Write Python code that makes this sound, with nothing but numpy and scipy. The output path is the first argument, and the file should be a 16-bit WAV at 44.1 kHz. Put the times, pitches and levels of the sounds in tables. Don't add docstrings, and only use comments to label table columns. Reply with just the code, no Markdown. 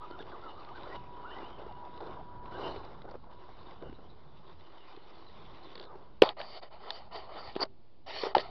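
import sys
import numpy as np
from scipy import signal
from scipy.fft import rfft, irfft, next_fast_len
from scipy.io import wavfile
from scipy.ndimage import uniform_filter1d, map_coordinates

SR = 44100
rng = np.random.default_rng(int(sys.argv[2]) if len(sys.argv) > 2 else 0)


def master_out(mix):
    frames = np.transpose(np.atleast_2d(mix))
    ceiling = np.clip(frames, -1, 1)
    pcm = np.round(ceiling * 32767).astype(np.int16)
    wavfile.write(sys.argv[1], SR, pcm)


def gain_from_decibels(decibels):
    exponent = np.asarray(decibels, float) / 20
    return 10 ** exponent


N = 374906

# (frequency [Hz], level [dB])
FLOOR_COLOUR = [(110, -38), (180, -25), (215, -8), (263, -6.5), (353, -1), (421, -7), (876, -9),
                (1670, -23.5), (4720, -22.5), (5970, -42), (7760, -89), (13100, -120)]
# (frequency [Hz], level [dB])
RUMBLE_COLOUR = [(8, -33.5), (18, -1.5), (35, -3.5), (70, -4.5), (130, -6.5), (210, -10), (320, -19.5),
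                 (600, -120)]
# (time [s], level [dB])
BREEZE = [(0.0, -63.5), (0.54, -61), (0.99, -56), (1.18, -60.5), (2.82, -54), (3.45, -63.5), (3.74, -60.5),
          (3.91, -57), (4.78, -70), (5.44, -59), (5.8, -63.5), (6.06, -63.5), (7.01, -66.5), (7.46, -60),
          (7.81, -67), (8.17, -68), (8.5, -59.5)]
# (time [s], frequency [Hz], level [dB])
DRONE = [
    [(4.15, 150, -72), (4.186, 140.2, -68), (4.592, 159.6, -61), (4.7, 136.7, -76)],
]
FLOOR_DB = -68

# (frequency [Hz], width [Hz], level [dB])
WALL = [(389.4, 160, -4.5), (516, 182, -1), (730, 256, 1.5), (1032, 245, 2.5), (1430, 560, -3)]
# (frequency [Hz], width [Hz], level [dB])
PORT = [(1980, 284, 3.5), (3004, 420, -1), (2955, 88, -3.5), (3584, 400, 5.5), (4480, 1090, -3)]
# (frequency [Hz], width [Hz], level [dB])
TOUCHED_PORT = [(1827, 240, 2), (2383, 410, -4), (3010, 180, 3), (3660, 300, -0.5), (4420, 420, -3),
                (5150, 520, -19.5)]
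# (frequency [Hz], width [Hz], level [dB])
HELD_WALL = [(400, 160, -5.5), (638, 100, 0.5), (800, 120, 2), (1000, 200, -0.5), (1320, 260, -3)]
# (frequency [Hz], width [Hz], level [dB])
RIM = [(4604, 380, 0)]
MOUNT_HZ, MOUNT_DB, MOUNT_T60_S = 392, -31, .35
BLOW_TOP_HZ = 5300

# (time [s], peak [dB], click above it [dB], thud [Hz], swell [s])
TAPS = [(6.231, -18, -15, 571, 0.0025), (6.235, -13, -23, 514, 0.0011), (6.29, -37.5, 2.5, 800, 0.00085),
        (6.4, -31.5, -7, 650, 0.0039), (6.414, -39, 1, 790, 0.002), (6.904, -37, 9.5, 820, 0.0025),
        (7.554, -38.5, -15.5, 396, 0.0034), (7.562, -22.5, -30, 380, 0.002), (7.596, -33, -22, 400, 0.005),
        (7.616, -28.5, -23, 412, 0.0028), (7.633, -25.5, -8, 395, 0.0021), (7.651, -53, 1, 599, 0.0038),
        (6.372, -47, -12, 706, 0.0027), (7.129, -43, -5, 800, 0.0033), (8.104, -37.5, -1.5, 910, 0.0039),
        (8.161, -37, -1, 820, 0.0038), (8.234, -22, -16.5, 460, 0.0026), (8.265, -26, -14, 453, 0.0042),
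        (8.311, -44, -11, 487, 0.0025), (8.3485, -11, -13, 834.7, 0.003), (8.366, -13.5, -39, 530, 0.0017),
        (8.38, -24.5, -4, 506.5, 0.0028)]
# (time [s], peak [dB], click above it [dB], thud [Hz], swell [s])
SLAP = [
    (6.2184, 0.3, -14, 445, .0046),
]
# (start [s], peak [s], end [s], pressure [dB], dryness [dB])
STROKES = [(6.227, 6.228, 6.31, -27, -10), (6.28, 6.297, 6.334, -39, -9), (6.368, 6.394, 6.51, -43, -7.5),
           (6.42, 6.575, 6.602, -44.5, -7), (6.615, 6.632, 6.69, -45, -8), (6.704, 6.73, 6.9, -51, -10),
           (6.803, 6.89, 7.03, -43, -10.5), (6.93, 6.959, 7.108, -46, -9), (7.11, 7.13, 7.135, -46, -9),
           (7.13, 7.158, 7.31, -40, -10), (7.289, 7.377, 7.48, -41, -11), (7.415, 7.5, 7.56, -45, -7),
           (7.54, 7.57, 7.61, -45, -8), (7.587, 7.607, 7.61, -36, -13.5), (7.608, 7.632, 7.643, -27.5, -13),
           (7.64, 7.646, 7.67, -43.5, -16), (8.063, 8.09, 8.19, -42.5, -3.5),
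           (8.095, 8.165, 8.32, -44, 0.5), (8.165, 8.225, 8.27, -38, -4), (8.232, 8.256, 8.335, -36, -8.5),
           (8.356, 8.36, 8.405, -28, -12), (8.37, 8.405, 8.43, -37, -4.5), (8.427, 8.432, 8.7, -45, -10)]
# (start [s], peak [s], end [s], level [dB])
RIM_PRESSES = [(6.235, 6.253, 6.27, -45), (6.39, 6.4, 6.415, -50), (6.42, 6.474, 6.6, -53),
               (6.912, 6.96, 7.0, -52), (7.13, 7.16, 7.21, -50), (7.38, 7.438, 7.53, -52.5),
               (7.606, 7.61, 7.62, -33), (7.62, 7.633, 7.641, -28), (8.247, 8.265, 8.312, -52),
               (8.39, 8.405, 8.43, -44)]
# (time [s], level [dB])
DRY_STROKE = [
    [(8.066, -66), (8.258, -55.5), (8.31, -82)],
]
# (frequency [Hz], width [Hz], level [dB])
DRY_HISS = [(5346, 510, 0)]
# (time [s], peak [dB], frequency [Hz])
TICKS = [(6.2196, -23, 3900), (6.2204, -13, 700), (6.2214, -5, 2800), (6.2227, -19, 4100),
         (6.2909, -21, 3500), (6.4142, -33, 2600), (6.9055, -20, 3900), (7.5545, -35, 3300),
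         (7.5635, -36, 3000), (7.6535, -44, 4200), (8.3125, -47, 2200), (2.85, -52, 4800),
         (3.112, -50, 4800), (2.459, -48, 2600), (2.765, -47, 3900), (2.009, -45, 1200), (3.018, -48, 1500),
         (3.988, -54, 900), (0.648, -50, 3500)]
# (frequency [Hz], level [dB])
SKIN_COLOUR = [(200, -4), (500, 1.5), (800, 0), (1300, -4), (3000, -22.5)]
# (frequency [Hz], level [dB])
SKIN_HISS_COLOUR = [(1200, -33), (2000, -10), (3500, -13), (4600, -9), (5100, -10.5), (5500, -18.5),
                    (6200, -20.5)]
STROKE_RISE_DB, STROKE_FALL_DB = 8, 13.5
HISS_GROWS, RIM_GROWS, RIM_DB = 1.5, 1.7, -13
SLAP_RING_DB = -18.5
TICK_S, TICK_TAIL_DB, TICK_TAIL_S = .00036, -13, .0012

# (time [s], peak [dB], click above it [dB], thud [Hz])
KNOCKS = [(0.109, -37.5, -15.5, 358), (0.189, -40.5, -9, 676), (0.204, -37, -29.5, 363),
          (0.224, -42, -6, 384), (0.955, -39, -12, 1000), (1.383, -35.5, -15, 415),
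          (1.428, -38.5, -26, 340), (1.595, -44, -22, 540), (1.663, -37.5, -30, 410),
          (2.003, -35.5, -23, 850), (2.029, -40, -21, 457), (2.069, -37, -24, 413), (2.459, -41, -25, 994),
          (2.759, -36, -14, 457), (2.849, -51, -9, 618), (2.91, -46, -21, 550), (3.051, -43, -35, 324),
          (3.087, -38, -28, 820), (3.114, -45, -17, 543), (3.139, -42, -28, 603), (3.239, -48.5, -20, 950),
          (3.152, -38.5, -41, 467), (3.326, -49, -21, 950), (3.488, -46, -28, 760), (3.669, -47, -18, 299),
          (3.822, -36, -21, 367), (3.894, -38, -38, 242), (3.925, -40, -31, 355), (3.985, -47, -25, 272),
          (4.973, -42.5, -28, 360), (5.669, -45.5, -18, 357), (5.954, -40.5, -38, 396)]
# (time [s], peak [dB])
AXLE_CLICKS = [(0.104, -61), (0.266, -62), (0.552, -66.5), (0.647, -54), (0.688, -55.5), (0.765, -57),
               (0.832, -51.5), (0.9, -62), (0.949, -56), (1.236, -70), (1.441, -58), (1.615, -59.5),
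               (1.722, -59), (1.85, -67), (1.975, -51), (2.008, -55), (2.038, -56), (2.064, -61),
               (2.108, -62), (2.457, -62), (2.764, -53), (3.018, -56.5), (3.097, -62), (3.11, -63),
               (3.716, -65), (4.527, -64), (4.608, -63), (4.838, -71), (4.963, -58), (5.296, -60),
               (5.377, -68)]
# (time [s], peak [dB])
RATCHET = [(5.753, -45), (5.776, -49), (5.796, -47), (5.812, -52), (5.8255, -51), (5.837, -55),
           (5.851, -57)]
# (frequency [Hz], width [Hz], level [dB])
AXLE = [(1730, 290, 1.5), (3500, 370, 4), (4000, 400, 2.5), (4450, 410, 2)]
# (start [s], peak [s], end [s], level [dB])
SHUDDERS = [(0.185, 0.198, 0.25, -46.5), (1.376, 1.382, 1.36, -39), (1.59, 1.647, 1.64, -46),
            (2.003, 2.01, 2.13, -43.5), (2.125, 2.14, 2.2, -51), (2.538, 2.667, 2.81, -43),
            (3.015, 3.02, 3.02, -48.5), (3.043, 3.077, 3.13, -46), (3.138, 3.152, 3.17, -45.5),
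            (3.239, 3.24, 3.45, -58), (3.488, 3.492, 3.52, -59), (3.814, 3.825, 3.9, -49.5),
            (3.986, 3.984, 4.2, -58), (5.753, 5.8, 6, -52.5), (5.94, 5.955, 6.16, -58)]
# (frequency [Hz], width [Hz], level [dB])
PLANK = [(364, 87, 2), (494, 146, 1.5), (787, 236, -3.5), (1490, 290, -14)]
# (time [s], peak [dB], frequency [Hz])
SQUEAKS = [(0.192, -42, 3570), (2.729, -66.5, 3710), (3.438, -66, 4290), (3.6526, -48.5, 3650),
           (3.7444, -62, 3780), (3.9384, -53, 3880), (4.09, -54, 3860), (4.5783, -53, 3960),
           (5.2563, -50, 4000), (5.5441, -50.5, 3910), (5.625, -48, 4055)]
CLICK_DB, CLICK_THUD_HZ = 2.5, 474
GRASS_S, GRASS_DULLS_DB = 3.2, -4
CLATTER_COUNT, CLATTER_DB, CLATTER_SCATTER_DB, CLATTER_HZ = 60, 15, 2, 500

# (time [s], level [dB])
TYRE_LOAD = [(0.0, -59), (0.84, -57), (1.04, -59), (1.3, -47), (1.61, -53), (1.98, -52.5), (2.03, -46.5),
             (2.25, -52.5), (2.49, -49), (2.8, -48), (3.0, -55.5), (3.12, -56), (3.21, -59), (3.66, -50.5),
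             (4.04, -58), (5.0, -54), (5.87, -51.5), (6.2, -65.5)]
# (start [s], peak [s], end [s], gears [dB], housing ring above them [dB])
BURSTS = [(0.0, 0.03, 0.4, -65.5, -0.5), (0.16, 0.226, 0.23, -63, -15), (0.252, 0.322, 1.6, -65, -3),
          (0.27, 0.328, 0.31, -71, 12), (0.442, 0.706, 0.87, -70, -2), (0.753, 0.97, 0.97, -58.5, 0),
          (0.989, 1.106, 0.82, -76, -5), (1.207, 1.29, 1.45, -69, 9.5), (1.287, 1.414, 1.57, -62.5, 3),
          (1.56, 1.62, 1.83, -67, 2.5), (1.84, 1.993, 2.16, -64, -8), (2.1, 2.127, 2.4, -69.5, -2),
          (2.422, 2.463, 2.68, -67.5, -3), (2.514, 2.67, 2.795, -55.5, 1), (2.63, 2.675, 2.715, -66, 6),
          (2.767, 2.81, 3.02, -66, -2), (2.996, 3.144, 3.28, -72.5, -7), (3.303, 3.626, 3.79, -66, -7),
          (3.7, 3.823, 4.07, -70, 2), (4.002, 4.49, 4.63, -68, -9), (4.593, 4.914, 5.23, -65, -1),
          (5.095, 5.412, 5.6, -63, -13), (5.494, 5.695, 5.86, -62, -9), (5.86, 5.9, 6.2, -73, -12)]
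# (start [s], peak [s], end [s], level [dB])
BRAKE_CHATTER = [
    (5.746, 5.756, 5.885, -58),
]
# (frequency [Hz], level [dB])
SCRUB_COLOUR = [(150, -6), (350, 6), (700, -7), (1000, -3), (1500, -11), (3000, -24.5)]
# (frequency [Hz], level [dB])
GEAR_COLOUR = [(1200, -5.5), (2000, -8), (3000, -6), (4000, -12.5), (5000, -4.5), (6000, -7)]
# (time [s], frequency [Hz], level [dB])
SINGING = [
    [(2.53, 2900, -66), (2.62, 2960, -67), (2.66, 3050, -54), (2.685, 3100, -53), (2.712, 2954, -60),
     (2.78, 2960, -70)],
]
# (start [s], peak [s], end [s], level [dB])
HOLD = [(0.0, 0.01, 0.17, -51.5), (0.963, 0.968, 1.024, -46), (1.03, 1.25, 1.33, -49.5),
        (1.367, 1.42, 1.59, -53), (1.703, 1.81, 1.99, -48.5), (2.065, 2.453, 2.58, -51),
        (3.26, 3.433, 3.48, -58), (5.988, 6.024, 6.08, -63)]
# (start [s], crest [s], end [s], crest pitch [Hz], arc half-width [s])
WHINE = [(0.012, 0.035, 0.075, 1240, .07), (0.105, 0.138, 0.17, 1420, .075),
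         (0.195, 0.208, 0.222, 1680, .022), (0.318, 0.319, 0.372, 1580, .055),
         (0.426, 0.45, 0.515, 1370, .1), (0.52, 0.587, 0.632, 1250, .085), (0.672, 0.688, 0.715, 1215, .16),
         (0.715, 0.768, 0.825, 1555, .062), (0.84, 0.875, 0.89, 1490, .05), (0.9, 0.94, 0.955, 1970, .17),
         (1.235, 1.278, 1.3, 1520, .062), (1.3, 1.33, 1.35, 1950, .05), (1.35, 1.36, 1.386, 1980, .3),
         (1.386, 1.392, 1.45, 2090, .042), (1.68, 1.682, 1.72, 927, .07), (1.77, 1.82, 1.88, 880, .13),
         (2.125, 2.13, 2.215, 1090, .135), (2.52, 2.57, 2.575, 1580, .13), (5.872, 5.89, 5.96, 1260, .085)]
WHINE_LOAD = [-1, -4, -4, -1, 1, -2, -1, -2, -6, -1, 1, -1, 1, -1, -1, -1, 0, -2, 1]
BURST_RISE_DB, BURST_FALL_DB = 7, 7.5
SPIN_DB, CHATTER_DB, RINGING_GROWS = 16, -1, 1.3
HOUSING_HZ, HOUSING_WIDTH_HZ, HOUSING_WANDERS = 2990, 300, .015
PINION_HZ, SWITCH_HZ = 3760, 975
WHINE_DB, WHINE_DB_PER_OCTAVE, WHINE_EDGE_DB = -48.5, -13, 3
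GLIDE_HZ_PER_S, WHINE_FLUTTER_DB = 9000, 3.5
CLEAN_SHARE = .7

EDGE_HZ, OFFSET, CEILING = 6290, .0048, .72


def along(points, hz):
    f, v = np.transpose(points)
    return np.interp(np.log(hz + 1), np.log(f + 1), v)


def unit(x):
    return x / np.sqrt(np.mean(x ** 2) + 1e-20)


def curves(tables, fade=0.002):
    t = np.arange(N) / SR
    s, *cols = np.transpose(np.concatenate(tables))
    gates = []
    for rows in tables:
        inside = np.minimum(t - rows[0][0], rows[-1][0] - t)
        gates.append(np.clip(inside / fade + 1, 0, 1))
    return [np.interp(t, s, c) for c in cols] + [np.minimum(sum(gates), 1)]


def wobble(rate):
    coarse = np.arange(0, N + 8, 8)
    knots = rng.standard_normal(int(N * rate / SR) + 4)
    return np.interp(np.arange(N), coarse, map_coordinates(knots, [coarse * rate / SR]))


def filtered(x, response):
    m = next_fast_len(len(x) + 8192)
    return irfft(rfft(x, m) * response(np.fft.rfftfreq(m, 1 / SR)), m)[:len(x)]


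def ringing(modes):
    def response(f):
        total = 0
        for k, (centre, width, db) in enumerate(modes):
            damping = 1j * f * width
            total = total + (-1) ** k * gain_from_decibels(db) * damping / (centre * centre - f * f + damping)
        return total
    return response


def band(modes):
    return unit(filtered(rng.standard_normal(N), lambda f: ringing(modes)(f) ** 2))


def grit(colour, modes, grain_db, grain_rate):
    rough = rng.standard_normal(N) * gain_from_decibels(grain_db * wobble(grain_rate))
    return unit(filtered(rough, lambda f: gain_from_decibels(along(colour, f)) * ringing(modes)(f)))


def fuzzy(hz, width_hz):
    turn = 2 * np.pi * np.cumsum(hz) / SR
    return unit(wobble(width_hz) * np.cos(turn) + wobble(width_hz) * np.sin(turn))


def patchy(x, depth_db, size=(5, 9)):
    z = signal.stft(x, nperseg=512)[2]
    field = uniform_filter1d(rng.standard_normal(z.shape), size[0], 0)
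    field = uniform_filter1d(field, size[1], 1)
    return unit(signal.istft(z * gain_from_decibels(depth_db * unit(field)), nperseg=512)[1][:N])


def progress(start, peak, end):
    at = np.arange(round(start * SR), min(round(end * SR), N))
    lag = at / SR - peak
    return at, lag / np.where(lag < 0, max(peak - start, 1e-3), max(end - peak, 1e-3))


def swells(events, peaks_db, rise_db, fall_db, edge=0.002):
    power = np.zeros(N)
    for (start, peak, end, *_), db in zip(events, peaks_db):
        at, u = progress(start, peak, end)
        power[at] += gain_from_decibels(2 * (db + np.where(u < 0, rise_db * u, -fall_db * u)))
    return np.sqrt(np.abs(uniform_filter1d(power, max(int(edge * SR), 1))))


def throttle(extra_db, grows):
    peaks_db = np.array(BURSTS)[:, 3] + extra_db
    return swells(BURSTS, peaks_db, grows * BURST_RISE_DB, grows * BURST_FALL_DB, edge=0.012)


def blows(events, port, firm, wall_db, click_db, click_t60):
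    thuds, pushes, clicks = np.zeros((3, N + SR))
    t = np.arange(SR // 20) / SR
    for s, db, sharp_db, hz, swell in events:
        at = slice(round(s * SR), round(s * SR) + len(t))
        noise = rng.standard_normal((2, len(t)))
        contact = (t / swell * np.exp(1 - t / swell)) ** firm
        thuds[at] += gain_from_decibels(db) * contact * np.sin(2 * np.pi * hz * t)
        pushes[at] += gain_from_decibels(db + wall_db) * contact * noise[0]
        decay_db = -60 * np.abs(t - 0.54 * swell) / click_t60
        clicks[at] += gain_from_decibels(db + sharp_db + click_db + decay_db) * noise[1]
    driven = [(hz, 0.87 * width, db) for hz, width, db in port]
    blow = thuds + filtered(pushes, ringing(WALL)) + filtered(clicks, ringing(driven))
    return signal.sosfilt(signal.butter(8, BLOW_TOP_HZ, fs=SR, output="sos"), blow)[:N]


def outdoors():
    breeze_db, _ = curves([BREEZE])
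    floor_noise = unit(filtered(rng.standard_normal(N), lambda f: gain_from_decibels(along(FLOOR_COLOUR, f))))
    rumble = unit(filtered(rng.standard_normal(N), lambda f: gain_from_decibels(along(RUMBLE_COLOUR, f))))
    return gain_from_decibels(FLOOR_DB) * floor_noise + gain_from_decibels(breeze_db + 2.5 + 1.3 * wobble(9)) * rumble


def drone():
    hz, db, gate = curves(DRONE, fade=0.066)
    return gate * gain_from_decibels(db) * (fuzzy(hz, width_hz=30) + 0.7 * fuzzy(hz * 0.53, width_hz=9.7))


def mounted(x):
    width_hz = np.log(1000) / np.pi / MOUNT_T60_S
    return x + filtered(x, ringing([(MOUNT_HZ, width_hz, MOUNT_DB + 29)]))


def rubbing():
    pressure_db, dryness_db = np.array(STROKES)[:, 3:].T

    def stroke(db, grows):
        return swells(STROKES, db, grows * STROKE_RISE_DB, grows * STROKE_FALL_DB)

    presses = swells(RIM_PRESSES, np.array(RIM_PRESSES)[:, 3], 3.9, 8)
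    squeal = np.hypot(stroke(pressure_db + dryness_db + RIM_DB, RIM_GROWS), presses)
    slips = wobble(60)
    skin = patchy(grit(SKIN_COLOUR, HELD_WALL, grain_db=0.9, grain_rate=190), depth_db=2.5, size=(3, 9))
    wall = stroke(pressure_db, 1) * gain_from_decibels(-2.5 + 0.39 * slips) * skin
    fine = patchy(grit(SKIN_HISS_COLOUR, TOUCHED_PORT, grain_db=1.5, grain_rate=920), depth_db=2.5)
    hiss = stroke(pressure_db + dryness_db, HISS_GROWS) * gain_from_decibels(0.28 * slips) * fine
    rim = squeal * gain_from_decibels(-3.0 + 1.8 * slips) * band(RIM)
    dry_db, sliding = curves(DRY_STROKE)
    return wall + hiss + rim + sliding * gain_from_decibels(dry_db) * band(DRY_HISS)


def touches():
    slap = blows(SLAP, TOUCHED_PORT, firm=11, wall_db=-5.0, click_db=9, click_t60=0.004)
    taps = blows(TAPS, TOUCHED_PORT, firm=2.94, wall_db=3.0, click_db=12.0, click_t60=.007)
    share = gain_from_decibels(SLAP_RING_DB)
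    return mounted(rubbing() + taps + share * slap) + (1 - share) * slap


def ticks():
    out = np.zeros(N + SR)
    t = np.arange(-SR // 500, SR // 100) / SR
    snap = np.exp(-(t / TICK_S) ** 2)
    shape = snap + gain_from_decibels(TICK_TAIL_DB) * (t > 0) * np.exp(-t / TICK_TAIL_S)
    for s, db, hz in TICKS:
        cycles = np.cos(2 * np.pi * hz * t * (1 - 40 * np.abs(t)))
        out[round((s + t[0]) * SR):][:len(t)] -= gain_from_decibels(db) * shape * cycles
    return out[:N]


def planks():
    rocking = swells(SHUDDERS, np.array(SHUDDERS)[:, 3], 5.4, 9.3)
    bumps = rng.standard_normal(N) * gain_from_decibels(3.5 * wobble(90))
    return rocking * unit(filtered(bumps, ringing(PLANK)))


def chassis():
    clicks = [(s, db, CLICK_DB, CLICK_THUD_HZ) for s, db in AXLE_CLICKS]
    when = GRASS_S * rng.random(CLATTER_COUNT)
    size, pitch = rng.standard_normal((2, CLATTER_COUNT))
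    push_db = 20 * np.log10(throttle(0, 1)[(when * SR).astype(int)] + 1e-6)
    clatter_db = push_db + CLATTER_DB + CLATTER_SCATTER_DB * size
    clatter_hz = CLATTER_HZ * np.exp(0.32 * pitch)
    clatter = [(s, db, -24, hz) for s, db, hz in zip(when, clatter_db, clatter_hz)]
    knocks = [(*knock, .003) for knock in KNOCKS + clicks + clatter]
    return blows(knocks, PORT, firm=2.6, wall_db=-1.5, click_db=9.0, click_t60=0.01)


def ratchet():
    clicks = [(s, db, CLICK_DB, CLICK_THUD_HZ, .003) for s, db in RATCHET]
    return blows(clicks, AXLE, firm=2.6, wall_db=0.1, click_db=11.5, click_t60=0.012)


def squeaks():
    out = np.zeros(N + SR)
    t = np.arange(SR // 10) / SR
    swell = (t / 0.022 * np.exp(1 - t / 0.016)) ** 2
    for s, db, hz in SQUEAKS:
        grainy = 1 + 0.98 * np.repeat(rng.standard_normal(len(t) // 90 + 1), 90)[:len(t)]
        tone = np.sin(2 * np.pi * hz * t * (1.03 - 0.784 * t))
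        out[round(s * SR):][:len(t)] += gain_from_decibels(db - 8.5) * swell * grainy * tone
    return out[:N]


def drive():
    load_db, gate = curves([TYRE_LOAD], fade=.01)
    lumps = wobble(21.99)
    spin = gain_from_decibels(SPIN_DB) * throttle(0, 0.97) * (np.arange(N) < GRASS_S * SR)
    bearing = np.hypot(gate * gain_from_decibels(load_db), spin)
    scrub = bearing * gain_from_decibels(-3.5 + 1.5 * lumps) * grit(SCRUB_COLOUR, WALL, grain_db=1, grain_rate=160)
    teeth = patchy(grit(GEAR_COLOUR, PORT, grain_db=2.0, grain_rate=240), depth_db=2.5)
    hiss = throttle(0, 0.66) * gain_from_decibels(-1.5 + 1.1 * lumps + 1.5 * wobble(30)) * teeth
    return scrub + hiss


def gearbox():
    ring = throttle(np.array(BURSTS)[:, 4], RINGING_GROWS) * gain_from_decibels(-5 + 5 * wobble(22))
    ring = ring * fuzzy(HOUSING_HZ * (1 + HOUSING_WANDERS * wobble(14)), width_hz=HOUSING_WIDTH_HZ)
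    weak_db = 0.36 * np.minimum(np.array(BURSTS)[:, 3] + 64, 0)
    braking = swells(BRAKE_CHATTER, [BRAKE_CHATTER[0][3]], 8.9, 6.5)
    shake = np.hypot(throttle(CHATTER_DB + weak_db, RINGING_GROWS), braking)
    rattle = shake * gain_from_decibels(-5.0 + 3.0 * wobble(28))
    return ring + rattle * fuzzy(PINION_HZ * (1 + .035 * wobble(9)), width_hz=750)


def singing():
    hz, db, gate = curves(SINGING, fade=.01)
    return gate * gain_from_decibels(db + 2.5 * wobble(45)) * fuzzy(hz, width_hz=45)


def controller():
    holding = swells(HOLD, np.array(HOLD)[:, 3], 5.7, 6.4)
    tone = np.sin(2 * np.pi * np.cumsum(SWITCH_HZ + 0.5 * wobble(11.46)) / SR)
    return holding * tone * gain_from_decibels(2 + 0.98 * wobble(40.25))


def mesh_pitch():
    hz = np.full(N, 1000.)
    for start, crest, end, top_hz, arc in WHINE:
        at, _ = progress(start - .008, crest, end + .008)
        at = at[at >= 0]
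        hz[at] = top_hz / (1 + ((at / SR - crest) / arc) ** 2)
    return uniform_filter1d(hz, SR // 90)


def whine():
    hz = mesh_pitch()
    middles = [(start, (start + end) / 2, end) for start, _, end, *_ in WHINE]
    peaks_db = [WHINE_DB + db + GRASS_DULLS_DB * (arc[0] > GRASS_S) for arc, db in zip(WHINE, WHINE_LOAD)]
    surging = swells(middles, peaks_db, WHINE_EDGE_DB, WHINE_EDGE_DB)
    dulled = gain_from_decibels(WHINE_DB_PER_OCTAVE * np.maximum(np.log2(hz / 1200), 0))
    glide = np.abs(np.gradient(hz)) * SR / GLIDE_HZ_PER_S
    slipping = np.sqrt(1 + np.minimum(glide, 1))
    flutter = gain_from_decibels(WHINE_FLUTTER_DB * wobble(35) - 1)
    clean = np.sin(2 * np.pi * np.cumsum(hz * (1 + .022 * wobble(60))) / SR)
    rough = .55 * fuzzy(hz, width_hz=150) + .3 * fuzzy(hz * .72, width_hz=140)
    return surging * dulled * slipping * flutter * (CLEAN_SHARE * clean + rough)


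def scene():
    background = outdoors() + drone()
    fingers = touches() + ticks()
    wood = planks() + chassis() + ratchet()
    car = squeaks() + drive() + gearbox() + singing() + controller() + whine()
    return (background + fingers + wood + car)[None]


def band_limit(x):
    return signal.sosfilt(signal.butter(12, 15800, fs=SR, output="sos"), x)


def record(dry):
    x = signal.sosfilt(signal.cheby2(22, 70, EDGE_HZ, fs=SR, output="sos"), dry) + OFFSET
    x = x / (1 + np.abs(x / CEILING) ** 10) ** (1 / 10)
    return band_limit(x)


dry = scene()
out = record(dry)
master_out(out)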